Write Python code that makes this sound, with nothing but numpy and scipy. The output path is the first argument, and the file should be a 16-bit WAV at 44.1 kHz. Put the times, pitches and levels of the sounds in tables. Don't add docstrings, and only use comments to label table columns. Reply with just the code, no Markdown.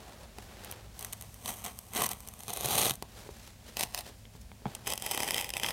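import sys
import numpy as np
from scipy import signal
from scipy.fft import rfft, irfft
from scipy.io import wavfile
from scipy.ndimage import uniform_filter1d, map_coordinates

SR = 44100
rng = np.random.default_rng(int(sys.argv[2]) if len(sys.argv) > 2 else 0)


def digitize_waveform(pressure):
    field = np.atleast_2d(pressure).T
    bounded = np.clip(field, -1, 1)
    quanta = np.round(bounded * 32767).astype(np.int16)
    wavfile.write(sys.argv[1], SR, quanta)


N = 252252

# (frequency [Hz], relative density [dB])
ROOM_SPECTRUM = [(20, -16), (55, 6.5), (110, -3), (160, -6.5), (215, -2), (320, -20), (600, -15),
                 (1200, -25), (2500, -24), (5000, -26), (9000, -28), (16000, -33.5)]
PILE_SPECTRUM = [(100, -8), (220, -3), (350, 4), (700, 4), (1150, -3), (1800, -5.5), (3000, -7), (5500, -8),
                 (11000, -14), (16000, -17.5)]
# (time [s], level [dB])
DRONE_SWELL = [(0.5, -65), (0.7, -57), (1.25, -58), (1.45, -61.5)]
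REGISTER_BANDS = [(1500, 4800), (4800, 16000), (70, 1400)]
# (time at full speed [s], attack [s], hold [s], release [s], relative level [dB], treble [dB], body [dB])
RUB_GESTURES = [(0.0, .1, 0.23, 0.11, -60, -0.5, 5.5), (0.41, 0.1, 0.039, 0.16, -63.5, 3, 3),
                (0.652, 0.41, 0.034, 0.29, -53, -2.5, 3.5), (0.95, 0.084, .15, 0.69, -63, 3, 3),
                (3.175, .18, 0.027, 0.39, -57, 2, 2), (3.396, 0.31, 0.086, 0.17, -61, 2, -2),
                (3.683, 0.094, 0.014, .08, -55.5, 0, -0.5), (4.067, 0.063, 0.0091, 0.081, -52, 0.5, 0),
                (4.19, .1, .02, 0.18, -80.5, 16, -5), (4.362, 0.069, .004, 0.02, -66, 6, 2),
                (4.414, 0.011, 0.0058, 0.012, -70.5, 16.5, -6), (4.679, 0.043, .02, 0.36, -57.5, -1, 5)]
# (time [s], unfiltered peak [dB], most excited frequency [Hz], T60 factor [1])
BLOWS = [(0.385, -32, 350, 0.63), (3.0247, -27, 725, 0.47), (3.263, -38, 450, .9), (3.291, -30, 434, 0.72),
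         (4.096, -40.5, 440, 1.4), (4.254, -37, 3020, 0.6), (4.352, -38, 252, 1.1),
         (4.517, -34, 1490, 0.99), (4.620, -45, 450, 1.2), (4.656, -22, 990, 2), (4.6598, -21, 171, 1.5),
         (4.667, -27, 1210, 0.69)]
# (frequency [Hz], gain [dB], T60 [s])
FLOOR_MODES = [(138.8, -7.5, 0.026), (206, -6, 0.026), (435, -7, 0.046), (545, -12, 0.06),
               (864, 6.5, 0.012), (1160, 0, 0.0044), (1570, -8, 0.008), (2200, 1.5, 0.012),
               (3180, 2, 0.012)]
# (frequency [Hz], width [Hz], gain [dB])
GRIP_1 = [(194, 130, 4), (437, 78, 3.5), (730, 190, 6.5), (1062, 235, 4), (1980, 130, -1),
          (2390, 600, -3.5), (3094, 460, -1.5), (3900, 1200, -6.5), (6160, 810, 1.5), (8230, 710, 2),
          (9130, 1000, 2), (10600, 700, -14), (11500, 820, 2), (12700, 630, -1), (14700, 760, -0.5),
          (14800, 700, -10)]
GRIP_2 = [(98, 167, 3.5), (453.8, 150, 3.5), (760, 220, 5.5), (1140, 190, -0.5), (2022, 108, -3),
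          (2530, 290, -1.5), (3250, 580, -1), (3950, 920, -0.5), (6300, 950, 3), (8350, 830, -15),
          (9040, 1340, 4.5), (10800, 980, -2.5), (11800, 690, 4.5), (12250, 1400, -1), (14200, 650, -4),
          (15300, 650, -3)]
GRIP_3 = [(150, 490, -4), (748, 250, 10), (1050, 130, 2), (1940, 220, 3.5), (2726, 590, 3.5),
          (3960, 860, 1), (5190, 600, 1), (6260, 610, -2.5), (7530, 500, -5), (8650, 450, 1.5),
          (10400, 390, -0.5), (11600, 470, -4), (13200, 600, -6), (14700, 900, -4)]
GRIP_4 = [(174, 230, -1), (500, 380, 4), (817, 117, 8.5), (965, 194, 1.5), (2000, 184, 3), (2518, 340, 3.5),
          (3135, 300, 5), (3750, 400, -7.5), (5080, 420, -1), (6120, 650, -6.5), (8020, 1000, -6.5),
          (8560, 500, -5.5), (10340, 480, -5), (11240, 640, -9), (12600, 900, -11), (14520, 900, -8.5)]
GRIP_CHANGES = [2.4, 3.4, 4.4]
# (start [s], end [s], level [dB])
CREEP_STROKES = [(0.961, 1.725, -70), (1.719, 2.953, -68), (3.757, 4.024, -67.5), (4.85, 5.798, -75)]
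# (time at full force [s], attack [s], hold [s], level [dB], treble [dB])
BLADE_PUSHES = [(1.003, .04, 0.063, -55.5, -0.5), (1.244, .1, 0.012, -66, -4),
                (1.484, 0.069, 0.024, -44.5, 3.5), (1.57, 0.043, 0.023, -57, 4.5),
                (1.658, 0.064, 0.024, -47, -1.5), (1.972, 0.045, .073, -37.5, -1.5),
                (2.108, .04, 0.0089, -45.5, -2), (2.282, 0.24, 0.012, -61, -1),
                (2.488, 0.0068, 0.02, -46, -5.5), (2.607, 0.058, 0.051, -46.5, -12),
                (2.745, 0.23, .125, -33.5, 0), (3.786, 0.035, 0.039, -46.5, 7.5),
                (3.951, 0.039, 0.037, -53.5, 8), (4.874, 0.028, 0.036, -46.5, 9),
                (5.044, 0.085, 0.12, -50.5, 9.5), (5.212, 0.13, .19, -46.5, 8),
                (5.459, 0.11, 0.0081, -50.5, 7), (5.556, 0.054, 0.012, -50, 6),
                (5.629, 0.068, 0.079, -47.5, 7.5)]
# (time [s], level [dB], treble [dB])
SNAPS_AND_TICKS = [(0.3849, -44.5, -3.5), (0.6466, -48.5, 7.5), (0.7132, -53, 17), (0.724, -44.5, 2),
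                   (0.9922, -50.5, 13.5), (1.0475, -41, 7.5), (1.1264, -45, 8), (1.1316, -42, 9),
                   (1.2113, -51, 11), (1.2233, -50.5, 9), (1.459, -36.5, 0), (1.4782, -43, 6),
                   (1.6417, -45.5, 7), (1.6465, -46, 10), (1.789, -49, 12.5), (1.961, -34.5, -1),
                   (1.9645, -35.5, -3), (2.0208, -33.5, 8), (2.038, -44, 14.5), (2.0593, -49, 5),
                   (2.0634, -40.5, 14), (2.0905, -41.5, 10), (2.1112, -48, 11), (2.115, -41.5, 10),
                   (2.2867, -54, 16), (2.392, -59.5, 13), (2.4814, -43.5, 7), (2.536, -51.5, 20.5),
                   (2.5715, -52.5, 19), (2.609, -42, 9), (2.6457, -36.5, 4), (2.6581, -36.5, 10.5),
                   (2.7828, -31.5, 6), (2.7898, -41, 12), (2.8156, -35, 10), (2.8337, -43, 12),
                   (2.853, -46, 4), (2.8758, -47, 7), (2.896, -32, 5), (2.9087, -28.5, 0.5),
                   (2.9554, -62, 20.5), (3.0245, -40.5, 1.5), (3.476, -51, -1), (3.7698, -34, 2.5),
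                   (3.7954, -41, 10.5), (3.8091, -31, 4), (3.829, -36.5, 6), (3.8346, -31, 4.5),
                   (3.9466, -36.5, 7.5), (3.9767, -39.5, 4.5), (3.9894, -42, 7), (4.0082, -45.5, 5),
                   (4.7502, -42.5, 8), (4.8709, -35.5, 1), (4.8753, -37, 8.5), (4.9025, -41.5, 10),
                   (4.9231, -35.5, 4), (4.9355, -37.5, 8.5), (4.9774, -42.5, 9.5), (5.0227, -41, 8.5),
                   (5.063, -35, 6), (5.1121, -34.5, 7.5), (5.1173, -36.5, 6.5), (5.1472, -35, 3.5),
                   (5.1757, -31, 1.5), (5.2035, -33, 3), (5.2325, -32, 3), (5.2778, -34.5, 2),
                   (5.287, -33.5, -3.5), (5.3079, -31, 5), (5.3442, -29, 0.5), (5.3648, -42, 7),
                   (5.3804, -31, 0.5), (5.3897, -32, -4), (5.412, -37, 7), (5.4243, -38.5, -2),
                   (5.4445, -37, 2.5), (5.4918, -41, 5.5), (5.5038, -37.5, 3.5), (5.5376, -32.5, -2),
                   (5.568, -30, -1), (5.5985, -35, -1), (5.6333, -27, -4.5), (5.6448, -26.5, -16),
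                   (5.6626, -31, -1.5), (5.6863, -29, -9), (5.7066, -33, -5)]
# (time [s], body [dB])
SNAP_BODY_CURVE = [(0.38, 1), (0.7, -13), (1.45, -5.5), (2.0, -3), (2.6, 5.5), (2.9, -1.5), (3.8, -3),
                   (5.23, -0.5), (5.32, -9.5), (5.7, -10)]


def undb(db):
    return 10 ** (np.asarray(db) / 20)


def unit(x):
    return x / np.sqrt(np.mean(x ** 2))


def butter(x, hz, kind, order=3):
    return signal.sosfilt(signal.butter(order, hz, kind, fs=SR, output="sos"), x)


def wander(rate_hz):
    return 1.2 * np.interp(np.arange(N) / SR * rate_hz, np.arange(8192), rng.standard_normal(8192))


def shaped_noise(spectrum):
    hz, db = np.transpose(spectrum)
    f = np.maximum(np.fft.rfftfreq(N, 1 / SR), 1)
    gain = undb(np.interp(np.log(f), np.log(hz), db))
    return unit(irfft(rfft(rng.standard_normal(N)) * gain, N))


def registers(x):
    rasp, treble, body = REGISTER_BANDS
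    parts = butter(x, rasp, "band"), -butter(x, treble, "band"), butter(x, body, "band", order=4)
    return [p / np.sqrt(np.sum(p ** 2, axis=-1, keepdims=True)) for p in parts]


def voicing(db, treble_db, body_db):
    return undb(db + np.array([[0], [treble_db], [body_db]]))


def modulate(texture, gains):
    return np.sqrt(N) * sum(gain * part for gain, part in zip(gains, registers(texture)))


def swell(s, attack_s, hold_s, release_s):
    t = np.arange(N) / SR
    decades_down = np.maximum(s - t, 0) / attack_s + np.maximum(t - s - hold_s, 0) / release_s
    return 10 ** -np.minimum(decades_down, 10)


def room_tone(noise_db=-53, hum_db=-64, hum_hz=59.2, drone_hz=106.2):
    t = np.arange(N) / SR
    hum = undb(hum_db) * np.sin(2 * np.pi * hum_hz * t)
    drone_db = np.interp(t, *np.transpose(DRONE_SWELL)) + 2 * wander(4.3)
    drone = undb(drone_db) * np.sin(2 * np.pi * drone_hz * t)
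    rumble_and_hiss = undb(noise_db - 0.4 * wander(3.48)) * shaped_noise(ROOM_SPECTRUM)
    return rumble_and_hiss + np.sqrt(2) * (hum + drone)


def reverberation(x, t60_s=.17, low_db=-21, high_db=-24, size=11025):
    t = np.arange(size) / SR
    echoes = rng.standard_normal(size) * (t > .004) * np.exp(-np.log(1000) * t / t60_s)
    low = undb(low_db) * unit(butter(echoes, 1580, "low"))
    high = undb(high_db) * unit(butter(echoes, 540, "high"))
    return signal.fftconvolve(x, (low + high) / np.sqrt(size))[:N]


def rubbing(flicker_db=2.16, gain_db=-1):
    power = sum((voicing(db, treble_db, body_db) * swell(s, attack_s, hold_s, release_s)) ** 2
                for s, attack_s, hold_s, release_s, db, treble_db, body_db in RUB_GESTURES)
    swish = shaped_noise(PILE_SPECTRUM) * undb(flicker_db * wander(210))
    return undb(gain_db) * modulate(swish, np.sqrt(power))


def knocking(size=8192):
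    t = np.arange(size) / SR
    out = np.zeros(N + size)
    for s, peak_db, centre_hz, t60_factor in BLOWS:
        blow = np.zeros(size)
        for hz, db, t60 in FLOOR_MODES:
            excitation = undb(db) / (1 + (2 * np.log2(hz / centre_hz)) ** 2)
            decay = np.exp(-np.log(1000) * t / (t60 * t60_factor))
            blow += excitation * np.sin(2 * np.pi * hz * t) * decay
        start = int(s * SR)
        out[start:start + size] += undb(peak_db) * blow / np.abs(blow).max()
    return butter(out[:N], 95, "high", order=2)


def resonate(x, resonances, max_q=24, size=1024):
    f = np.fft.rfftfreq(size, 1 / SR)
    power = sum(undb(db) ** 2 / (1 + (2 * (f - hz) / max(width, hz / max_q)) ** 2) ** 1.25
                for hz, width, db in resonances)
    cepstrum = irfft(np.log(power) / 2)
    cepstrum[1:size // 2] *= 2
    cepstrum[size // 2 + 1:] = 0
    response = irfft(np.exp(rfft(cepstrum))).reshape((1,) * (x.ndim - 1) + (-1,))
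    return signal.fftconvolve(x, response, axes=-1)[..., :x.shape[-1]]


def tool_response(x, times):
    responses = [unit(resonate(x, grip)) for grip in (GRIP_1, GRIP_2, GRIP_3, GRIP_4)]
    return np.choose(np.searchsorted(GRIP_CHANGES, times), responses)


def cutting_gains():
    t = np.arange(N) / SR
    creep = sum(undb(db) * (t > start) * (t < end) for start, end, db in CREEP_STROKES)
    creep = uniform_filter1d(creep, size=882)
    power = (voicing(0, treble_db=7.5, body_db=4.5) * creep) ** 2
    for s, attack_s, hold_s, db, treble_db in BLADE_PUSHES:
        push = voicing(db, treble_db, body_db=1.44) * swell(s, attack_s, hold_s, release_s=0.06)
        power += push ** 2
    return np.sqrt(power)


def tearing(cut_gains, fibres_per_s=5000, spread_db=4):
    t = np.arange(N) / SR
    parted = rng.random(N) < fibres_per_s / SR
    sizes = rng.choice([-1, 1], N) * undb(spread_db * np.clip(rng.standard_normal(N), -2, 2))
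    catching = undb(2 * np.clip(wander(420), -2, 1.5))
    return modulate(tool_response(parted * sizes * catching, t), cut_gains)


def lesser_threads(cut_gains, firm_db=-45, firm_rate_hz=34, spread_db=2.5, slots=600):
    place, luck, strength = rng.random((slots, 3)).T
    slot_s = N / SR / slots
    times = (np.arange(slots) + place) * slot_s
    rasp_gain = cut_gains[0, (times * SR).astype(int)]
    force_db = 20 * np.log10(np.maximum(rasp_gain, 1e-12)) - firm_db
    snapped = luck < slot_s * firm_rate_hz * undb(0.7 * force_db)
    db = -42.5 + 0.6 * force_db + spread_db * (2 * strength - 1)
    treble_db = 6 - 0.24 * force_db
    return np.column_stack([times, db, treble_db])[snapped]


def snapping(clicks, fray_s=0.0017, fray_gain=0.21, fray_spread_db=3, pitch_spread=.016, size=1024):
    times, db, treble_db = clicks.T
    body_db = np.interp(times, *np.transpose(SNAP_BODY_CURVE))
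    chance = rng.standard_normal((len(times), size + 2))
    n = np.arange(size)
    fray_time = fray_s * undb(fray_spread_db * np.clip(chance[:, -1:], -1.5, 1.5))
    breaks = fray_gain * chance[:, :size] * np.exp(-n / SR / fray_time)
    breaks[:, 0] += 1
    pitches = 1 + pitch_spread * chance[:, size]
    rings = tool_response(breaks, times[:, None])
    detuned = np.array([map_coordinates(ring, [n * pitch]) for ring, pitch in zip(rings, pitches)])
    rasp, treble, body = registers(signal.lfilter([1, -0.18], 1, detuned))
    snaps = rasp + undb(treble_db)[:, None] * treble + undb(body_db)[:, None] * body
    rms_scale = np.sqrt(.003 * SR)
    out = np.zeros(N + size)
    for start, gain, snap in zip((times * SR).astype(int), undb(db), snaps):
        out[start:start + size] += rms_scale * gain * snap
    return out[:N]


def scene():
    background = room_tone()
    cut_gains = cutting_gains()
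    direct = tearing(cut_gains) + rubbing() + knocking()
    direct += snapping(np.vstack([SNAPS_AND_TICKS, lesser_threads(cut_gains)]))
    return (direct + reverberation(direct) + background)[None]


def record(dry, cutoff_hz=15900):
    return signal.sosfilt(signal.ellip(10, .2, 70, cutoff_hz, fs=SR, output="sos"), dry)


dry = scene()
out = record(dry)
digitize_waveform(out)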